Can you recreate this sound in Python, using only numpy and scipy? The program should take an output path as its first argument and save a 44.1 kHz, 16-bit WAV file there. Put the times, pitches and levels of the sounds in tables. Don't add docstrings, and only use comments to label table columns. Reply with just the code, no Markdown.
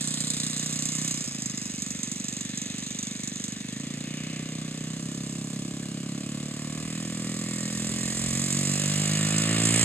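import sys
import numpy as np
from scipy import signal
from scipy.fft import rfft, irfft, next_fast_len
from scipy.io import wavfile
from scipy.ndimage import uniform_filter1d, map_coordinates

SR = 44100
rng = np.random.default_rng(int(sys.argv[2]) if len(sys.argv) > 2 else 0)


def put_to_file(sound):
    columns = np.atleast_2d(sound).T
    safe = np.clip(columns, -1, 1)
    whole_steps = np.round(safe * 32767)
    wavfile.write(sys.argv[1], SR, whole_steps.astype(np.int16))


N = 433944
TIME = np.arange(N) / SR
CRUISE_RATE = 30


def amp(db):
    return 10 ** (np.asarray(db) / 20)


def unit(x):
    return x / np.sqrt(np.mean(x ** 2) + 1e-20)


def steady(x):
    power = uniform_filter1d(uniform_filter1d(x ** 2, size=SR // 3), size=SR // 8)
    return x / np.sqrt(np.abs(power) + 1e-20)


def along(points, hz):
    f, v = np.transpose(points)
    return np.interp(np.log(hz + 1), np.log(f), v)


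def curves(rows):
    s, *cols = np.transpose(rows)
    return [np.interp(TIME, s, c) for c in cols]


def bump(when, length, height):
    return height * np.exp(-((TIME - when) / length) ** 2)


def wobble(rate):
    knots = rng.standard_normal(int(N * rate / SR) + 4)
    return map_coordinates(knots, [TIME * rate])


def octaves(rate):
    return np.log2(rate / CRUISE_RATE)


def filtered(x, response):
    size = next_fast_len(N + SR // 4)
    hz = np.fft.rfftfreq(size, 1 / SR)
    return irfft(rfft(x, size) * response(hz), size)[..., :N]


def causal(spectrum, modes=(), size=8192):
    hz = np.fft.rfftfreq(size, 1 / SR)
    level = along(spectrum, hz)
    level = level + sum(db / (1 + (2 * (hz - f) / width) ** 2) for f, width, db in modes)
    cepstrum = irfft(np.log(amp(level)))
    cepstrum[1:size // 2] *= 2
    cepstrum[size // 2 + 1:] = 0
    return hz, np.exp(rfft(cepstrum))


def pulses(times, sizes):
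    index = np.clip(np.round(times * SR).astype(int), 0, N)
    return np.bincount(index, sizes, N + 1)[:N]


def moments(cycle, offset):
    return np.interp(np.arange(int(cycle[-1]) + 1) + offset, cycle, TIME, right=TIME[-1] + 1)


def engine():
    # time in seconds, firings a second.
    firing = [(0.0, 30.63), (0.4, 30.72), (0.78, 30.81), (1.09, 31.79), (1.41, 26.45), (1.81, 23.65),
              (3.12, 24.42), (3.46, 24.2), (3.7, 24.93), (3.8, 28.33), (4.05, 29.97), (4.28, 31.73),
              (4.55, 31.52), (4.82, 31.14), (5.09, 33.57), (5.5, 33.77), (6.12, 34.28), (6.3, 35.99),
              (6.54, 36.65), (6.75, 38.95), (7.0, 40.67), (7.2, 41.3), (7.45, 41.5), (7.71, 41.8),
              (7.9, 42.7), (8.2, 43.63), (8.45, 46.22), (8.7, 48.21), (9.0, 50.91), (9.3, 52.7),
              (9.55, 55.66), (9.84, 57.7)]
    # time in seconds, gas rasp in dB, metal clatter in dB.
    treble = [(0, -48, -35), (.55, -47, -35), (1.08, -46, -33.5), (1.35, -49.5, -40), (2.1, -50.5, -39.5),
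              (2.7, -48, -42.5), (3.45, -50.5, -42), (3.65, -51, -46.5), (4.3, -49, -47.5),
              (5.4, -51.5, -43), (5.95, -51, -46), (7.1, -49, -41), (8.55, -43, -30), (9, -40, -31),
              (9.4, -39, -31.5), (9.55, -37, -32), (9.68, -37, -29.5), (9.84, -34, -27)]
    rate, = curves(firing)
    cycle = np.cumsum(rate) / SR - .254
    rasp_db, metal_db = curves(treble)
    tones = drone(cycle, rate) + pipe_bark(cycle, rate, rasp_db) + snarl(cycle, rate) + whine(cycle)
    metal_power = crankcase_power(cycle, rate)
    gas_power = spurt_power(cycle, rate)
    noise = gas_rasp(cycle, gas_power, rasp_db)
    noise += sizzle(cycle, (metal_power + gas_power) / 2, rasp_db, metal_db)
    noise += clatter(cycle, metal_power, metal_db)
    direct, scattered = swelling(np.array([tones + noise[0], noise[1]]))
    return ports(direct + tick(), scattered)


def drone(cycle, rate, delay_s=0.00312, waver=0.11, jitter_s=0.00015, count=17, size=200):
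    # frequency in Hz, level in dB.
    puff_spectrum = [(25, -46), (70, -34), (100, -17.5), (135, 0), (215, 2.5), (280, -1.5), (335, -13),
                     (400, -25), (900, -21.5), (3000, -115)]
    # frequency in Hz, width in Hz, dB.
    muffler = [(157, 26, 5), (183, 30, -5.5), (211, 10.6, 2.5), (331, 37, 6.5)]
    # firing order, dB at cruise, dB per octave of speed.
    hum = [(2, 5.5, 10.5), (3, 1, 5), (4, -1, 4.5), (5, 1.5, 2), (6, -1, 3.5), (7, -1, 4.5)]
    # time in seconds, level in dB.
    push = [(0, 1), (3.6, 0), (3.78, 1), (4.2, 0.1), (5.3, 0.5), (6.1, 1), (6.8, -0.9), (8.1, 0),
            (8.7, 1.5), (9.84, 1)]
    # time in seconds, half length in seconds, change in dB.
    misfires = [(1.25, .012, -18), (1.317, .012, -6)]
    puff_db, puff_db_per_octave = -44, 6.5
    ring_at_cruise, ring_per_octave = 0.53, 3.3

    speed = octaves(rate)
    swell = {round(order): amp(db + rise_db * speed) for order, db, rise_db in hum}
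    hz, dead = causal(puff_spectrum)
    hz, ringing = causal(puff_spectrum, muffler)
    rates = np.linspace(rate.min(), rate.max(), size)
    share = np.clip(ring_at_cruise + ring_per_octave * octaves(rates), 0, 1)
    turn = np.exp(2j * np.pi * (cycle - (delay_s + jitter_s * wobble(25)) * rate))
    wave, low, upper = turn, 0, 0
    for order in range(2, count):
        wave = wave * turn
        response = (1 - share) * np.interp(order * rates, hz, dead)
        response = response + share * np.interp(order * rates, hz, ringing)
        partial = -np.sqrt(2) * (wave * np.interp(rate, rates, response)).real
        if order in swell:
            low = low + swell[order] * partial
        else:
            upper = upper + partial
    push_db, = curves(push)
    misfire_db = sum(bump(*misfire) for misfire in misfires)
    burn = amp(puff_db + push_db + puff_db_per_octave * speed + misfire_db)
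    return burn * (low * (1 + waver * wobble(20)) + upper * (1 + waver * wobble(30)))


def bark(cycle, rate, spectrum, scatter_db=1.05, echo=0.05, delay_s=0.000997, echo_s=0.012, size=4096):
    second_cycles, second_share, fade_per_octave = .222, 0.62, 1
    times = moments(cycle, 0) + delay_s
    second_times = moments(cycle, second_cycles) + delay_s
    t = np.arange(size) / SR
    paths = rfft((t == 0) + echo * np.exp(-t / echo_s) * rng.standard_normal(size))
    smear = np.roll(irfft(paths / abs(paths)), size // 2)
    sizes = amp(scatter_db * rng.standard_normal(len(times)))
    share = np.clip(second_share - fade_per_octave * np.abs(octaves(rate)), 0, 1)
    fronts = pulses(times, sizes) + share * pulses(second_times, sizes)
    return steady(ring(signal.oaconvolve(fronts, smear, mode="same"), spectrum))


def pipe_bark(cycle, rate, rasp_db):
    # frequency in Hz, level in dB.
    pipe = [(300, -50.5), (410, 4.5), (490, 5.5), (590, 9), (740, 3), (900, -13), (1080, -10),
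            (1250, -10.5), (1450, -14), (1800, -7.5), (2600, -11), (5000, -12), (12000, -73)]
    bark_db, bark_db_per_octave, rasp_share = -52, 13.5, 0.28
    level_db = bark_db + bark_db_per_octave * octaves(rate) + rasp_share * (rasp_db - rasp_db.mean())
    return amp(level_db) * bark(cycle, rate, pipe)


def snarl(cycle, rate):
    # frequency in Hz, level in dB.
    edge = [(500, -31.5), (850, -6.5), (1050, 3), (1230, 2), (1450, -5), (1620, -5), (1850, 1), (2150, 0.5),
            (2900, -5.5), (4500, -22)]
    snarl_db, snarl_db_per_octave = -58.5, 13
    return amp(snarl_db + snarl_db_per_octave * octaves(rate)) * bark(cycle, rate, edge, 1.4, echo=0.13)


def whine(cycle, waver_db=2.5):
    # firing order, time in seconds, half length in seconds, dB before the bell's 0.89 peak.
    whines = [(45, 7.5, 1.0, -56), (44, 7.7, .6, -63), (53, 7.5, .7, -65), (30, 5.9, 1.0, -69),
              (29, 7.3, 1.0, -64), (25, 8.7, .5, -59), (23, 8.9, .9, -61), (34, 9.45, .35, -54),
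              (12, 7.4, .7, -58), (16, 7.5, .7, -60), (22, 5.6, .6, -64), (21, 9.3, .5, -60),
              (27, 9.1, .6, -60), (14, .55, .6, -62), (15, .55, .6, -62)]
    out = np.zeros(N)
    for order, when, length, db in whines:
        level = amp(db + waver_db * wobble(14)) * bump(when, length, 0.89)
        out += level * np.sqrt(2) * np.sin(2 * np.pi * (order * cycle + rng.random()))
    return out


def blows(cycle, rate, table, knocks=(), late_db=0, scatter_db=0.7, linger_s=0.0092, linger_share=0.06):
    t = np.arange(SR // 10) / SR
    throttle = (rate - rate.min()) / np.ptp(rate)
    power = np.zeros(N)
    for offset, later, db, open_db, decay_s in table:
        early = offset < .2
        times = moments(cycle - later * throttle, offset)
        level = np.interp(times, TIME, db + open_db * throttle + (0 if early else late_db))
        level += scatter_db * rng.standard_normal(len(times))
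        if early:
            for s, extra_db in knocks:
                level[np.argmin(abs(times - s))] += extra_db
        shape = np.exp(-t / decay_s) + linger_share * np.exp(-t / linger_s)
        power += signal.oaconvolve(pulses(times, amp(level) ** 2), shape)[:N]
    return np.abs(power) / np.mean(power)


def crankcase_power(cycle, rate):
    # cycles after the firing, cycles later at full throttle,
    # relative dB at the slowest speed, dB more at full throttle, power decay in seconds.
    metal_blows = [(0, .04, 6, -5, .0026), (.07, .11, -0.5, 10.5, .0016), (.29, .05, 0.5, -3, .003),
                   (.525, .02, 1.5, -6, .0018), (.72, 0, -6, 0, .003)]
    # time in seconds, dB over an ordinary firing.
    knocks = [(.041, -4), (.171, -4), (.205, 3), (.237, -4), (.303, 6), (.402, 3.5), (.497, -2), (.53, -3),
              (.66, 2), (.692, -3), (.855, 3), (.952, 2), (1.014, -2), (1.077, 2), (1.11, 2.5), (1.31, -4),
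              (1.383, -5), (1.42, 3), (1.46, 4.5), (1.536, -9), (1.575, 3), (1.696, -4), (1.737, -6),
              (1.778, -4), (1.821, 5), (1.906, 4), (1.947, -4), (1.989, -3), (2.032, 5), (2.073, -4),
              (2.116, 4.5), (2.284, 4), (2.409, 3.5), (2.533, -7), (2.575, 4.5), (2.616, 3), (2.74, -6),
              (2.823, -4), (2.946, -4), (2.988, 4), (3.03, 3), (3.11, -3), (3.151, -6), (3.192, -7),
              (3.233, 2), (3.275, 4), (3.316, -10), (3.44, 5), (3.563, -6), (3.644, -9), (3.726, 3),
              (8.525, 3), (9.269, 3), (9.381, 4), (9.419, 4.5), (9.654, 4.5)]
    return blows(cycle, rate, metal_blows, knocks)


def spurt_power(cycle, rate):
    # cycles after the firing, cycles later at full throttle,
    # relative dB at the slowest speed, dB more at full throttle, power decay in seconds.
    spurts = [(.04, .05, 3, -3, .004), (.1, .08, 0, 3, .003), (.35, .04, -2, 2, .002)]
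    # time in seconds, half length in seconds, change in dB.
    spit = (8, .9, 7)
    return blows(cycle, rate, spurts, late_db=bump(*spit))


def ring(x, spectrum):
    # frequency in Hz, width in Hz, dB over the broad spectrum.
    resonances = [(1130, 190, 4.5), (1813, 100, 3.5), (2170, 59, 3), (2546, 90, 4), (2910, 63, 2.5),
                  (4080, 95, 3.5), (5300, 72, 6), (6450, 160, 2.5), (6800, 180, 1.5), (7290, 100, -0.5),
                  (7640, 120, 6), (9430, 150, 3.5)]
    response = causal(spectrum, resonances)[1]
    return signal.oaconvolve(x, irfft(response))[:N]


def rattle(cycle, power, spectrum, wash, repeat):
    firings = np.append(0, moments(cycle, 0))
    last = firings[np.searchsorted(firings, TIME, side="right") - 1]
    age = np.round((TIME - last) * SR).astype(int)
    repeated = np.sqrt(repeat) * rng.standard_normal((2, SR))[:, age]
    fresh = np.sqrt(1 - repeat) * rng.standard_normal((2, N))
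    drive = np.sqrt(power + wash)
    return np.array([steady(ring(drive * grain, spectrum)) for grain in repeated + fresh])


def gas_rasp(cycle, power, rasp_db):
    # frequency in Hz, level in dB.
    rasp = [(100, -13.5), (350, -5), (600, -8.5), (900, -13), (1400, -9), (1750, -2), (2900, -2.5),
            (3500, -4), (6000, -33.5)]
    return amp(rasp_db + 2.5) * throaty(rattle(cycle, power, rasp, wash=2.8, repeat=0.21))


def throaty(x, depth_db=1.7, width_hz=170, life_s=.22, size=1024):
    z = signal.stft(x, nperseg=size)[2]
    field = rng.standard_normal(z.shape[1:])
    field = uniform_filter1d(field, size=round(width_hz * size / SR), axis=0)
    field = uniform_filter1d(field, size=round(2 * life_s * SR / size), axis=1)
    gain = unit(amp(depth_db * unit(field)))
    return signal.istft(z * gain, nperseg=size)[1][:, :N]


def sizzle(cycle, power, rasp_db, metal_db):
    # frequency in Hz, level in dB.
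    hiss = [(1000, -18), (2800, -19), (3600, 3), (4100, 1), (4600, 2), (5400, -2), (6300, -24),
            (10000, -34)]
    # time in seconds, half length in seconds, change in dB.
    flare = (0.22, 0.49, 4.6)
    metal_share = 0.32
    level_db = rasp_db + metal_share * (metal_db - rasp_db) + bump(*flare)
    return amp(level_db - 1) * rattle(cycle, power, hiss, wash=0.22, repeat=0.17)


def clatter(cycle, power, metal_db):
    # frequency in Hz, level in dB.
    metal = [(500, -37), (3000, -19), (5800, -7), (6300, -5.5), (7400, 2.5), (8400, -2), (9400, -12),
             (10600, -15.5), (11600, -21), (14500, -25)]
    return amp(metal_db + 0.9) * rattle(cycle, power, metal, wash=0.05, repeat=0.3)


def swelling(x):
    # time in seconds, half length in seconds, frequency in Hz, width in Hz, change in dB.
    swells = [(.15, 0.45, 8810, 1270, 6), (.3, 0.7, 3900, 740.7, 4), (.4, 0.33, 464, 50, 5),
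              (.4, .7, 340, 50, -6), (.5, 0.82, 1130, 300, 1), (1.45, 0.39, 5100, 171, 11),
              (2.7, 1.2, 1090, 398, -1.5), (2.74, 2.7, 6350, 540, 10.5), (3.0, 1.6, 3740, 700, 5),
              (4.246, 0.45, 2500, 650, 3.5), (4.4, 0.52, 433, 70, 4), (7.4, 0.73, 645, 70, 2),
              (5.302, 2.6, 440, 58.8, 6), (5.505, 0.55, 990, 80, 0.5), (5.7, 0.75, 1940, 500, -6),
              (6.8, 0.23, 1080, 200, 3.5), (7.319, 1.8, 464, 78, 3), (8.15, 0.38, 1850, 130, 2),
              (5.6, 0.64, 780, 59.7, 3), (7.414, 1, 710, 90, -6), (8.5, 0.43, 191, 39.7, 4),
              (9.015, 0.96, 256, 45.3, -10), (9.14, 0.45, 2920, 148.1, 3), (9.4, 0.3, 1290, 260, 5.5),
              (9.518, 0.047, 1870, 100, 7), (9.7, 0.35, 372, 80, 6), (9.75, .2, 2400, 700, 3),
              (9.35, 0.19, 7750, 450, 3), (9.777, 0.24, 8460, 1389, 7)]
    size = next_fast_len(N + SR // 4)
    spectrum, f = rfft(x, size), np.fft.rfftfreq(size, 1 / SR)
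    out = x.copy()
    for when, length, hz, width, db in swells:
        bandpass = 1j * f * width / (hz ** 2 - f ** 2 + 1j * f * width)
        band = irfft(spectrum * bandpass, size)[..., :N]
        out += (amp(bump(when, length, db)) - 1) * band
    return out


def tick():
    # time in seconds, frequency in Hz, decay in seconds, level in dB.
    dry_tick = (5.832, 1750, .005, -38)
    when, hz, decay_s, db = dry_tick
    t = np.arange(SR // 20) / SR
    out = np.zeros(N)
    out[round(when * SR):][:len(t)] = amp(db) * np.exp(-t / decay_s) * np.sin(2 * np.pi * hz * t)
    return out


def ports(direct, scattered):
    # frequency in Hz, left minus right in dB.
    tilt = [(200, -0.5), (800, -2), (1250, -3), (2900, -2), (3700, 4.5), (4400, 8.5), (5400, 2.5),
            (6500, -2.5), (7200, -6), (7900, -13.5), (9700, -17.5), (13000, -6)]
    # frequency in Hz, radians by which left leads.
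    lead = [(150, .005), (300, 0.024), (1000, 0.56), (2400, 0.85), (3400, 1.86), (4200, 2.1), (5100, 3.84),
            (5900, 2.54), (6700, 0.28), (7600, 0.61), (10000, 3.9)]
    # frequency in Hz, likeness from 0 to 1.
    alike = [(200, 0.59), (600, 0.21), (2000, 0.88), (7500, 0.85), (13000, 0.34)]

    def blend(hz):
        angle = np.arccos(np.clip(along(alike, hz), 0, 1)) / 2
        return np.array([np.cos(angle), np.sin(angle)])

    def shade(hz):
        half = amp(along(tilt, hz) / 2) * np.exp(.5j * along(lead, hz))
        pair = np.array([half, 1 / half])
        return pair / np.sqrt(np.mean(abs(pair) ** 2, axis=0))

    mid, side = filtered(np.array([direct, scattered]), blend)
    return filtered(np.array([mid + side, mid - side]), shade)


def wind():
    # frequency in Hz, level in dB.
    rumble_spectrum = [(15, -28), (40, -46), (65, -8.5), (100, -16.5), (200, -12), (600, -31), (3000, -70)]
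    # time in seconds, half length in seconds, dB over the breeze.
    gusts = [(6.826, 0.07, 11), (7.96, 0.24, 14), (8.31, 0.14, 12), (9.12, 0.076, 9), (9.84, 0.22, 13)]
    breeze_db = -56
    wind_db = breeze_db + sum(bump(*gust) for gust in gusts)
    eddies = rng.standard_normal(N) + 0.5 * rng.standard_normal((2, N))
    rumble = unit(filtered(eddies, lambda hz: amp(along(rumble_spectrum, hz))))
    return amp(wind_db + 0.81 * wobble(4.4)) * rumble


def field_hush():
    # frequency in Hz, level in dB.
    hush_spectrum = [(30, -38), (90, 1.5), (300, 2), (900, -19), (3000, -20.5), (8000, -12.5),
                     (15000, -38.5)]
    noise = rng.standard_normal(N) + 0.36 * rng.standard_normal((2, N))
    return amp(-49.5) * unit(filtered(noise, lambda hz: amp(along(hush_spectrum, hz))))


def scene():
    return engine() + wind() + field_hush()


def record(dry):
    top_hz = 14750
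    return filtered(dry, lambda hz: hz < top_hz)


dry = scene()
out = record(dry)
put_to_file(out)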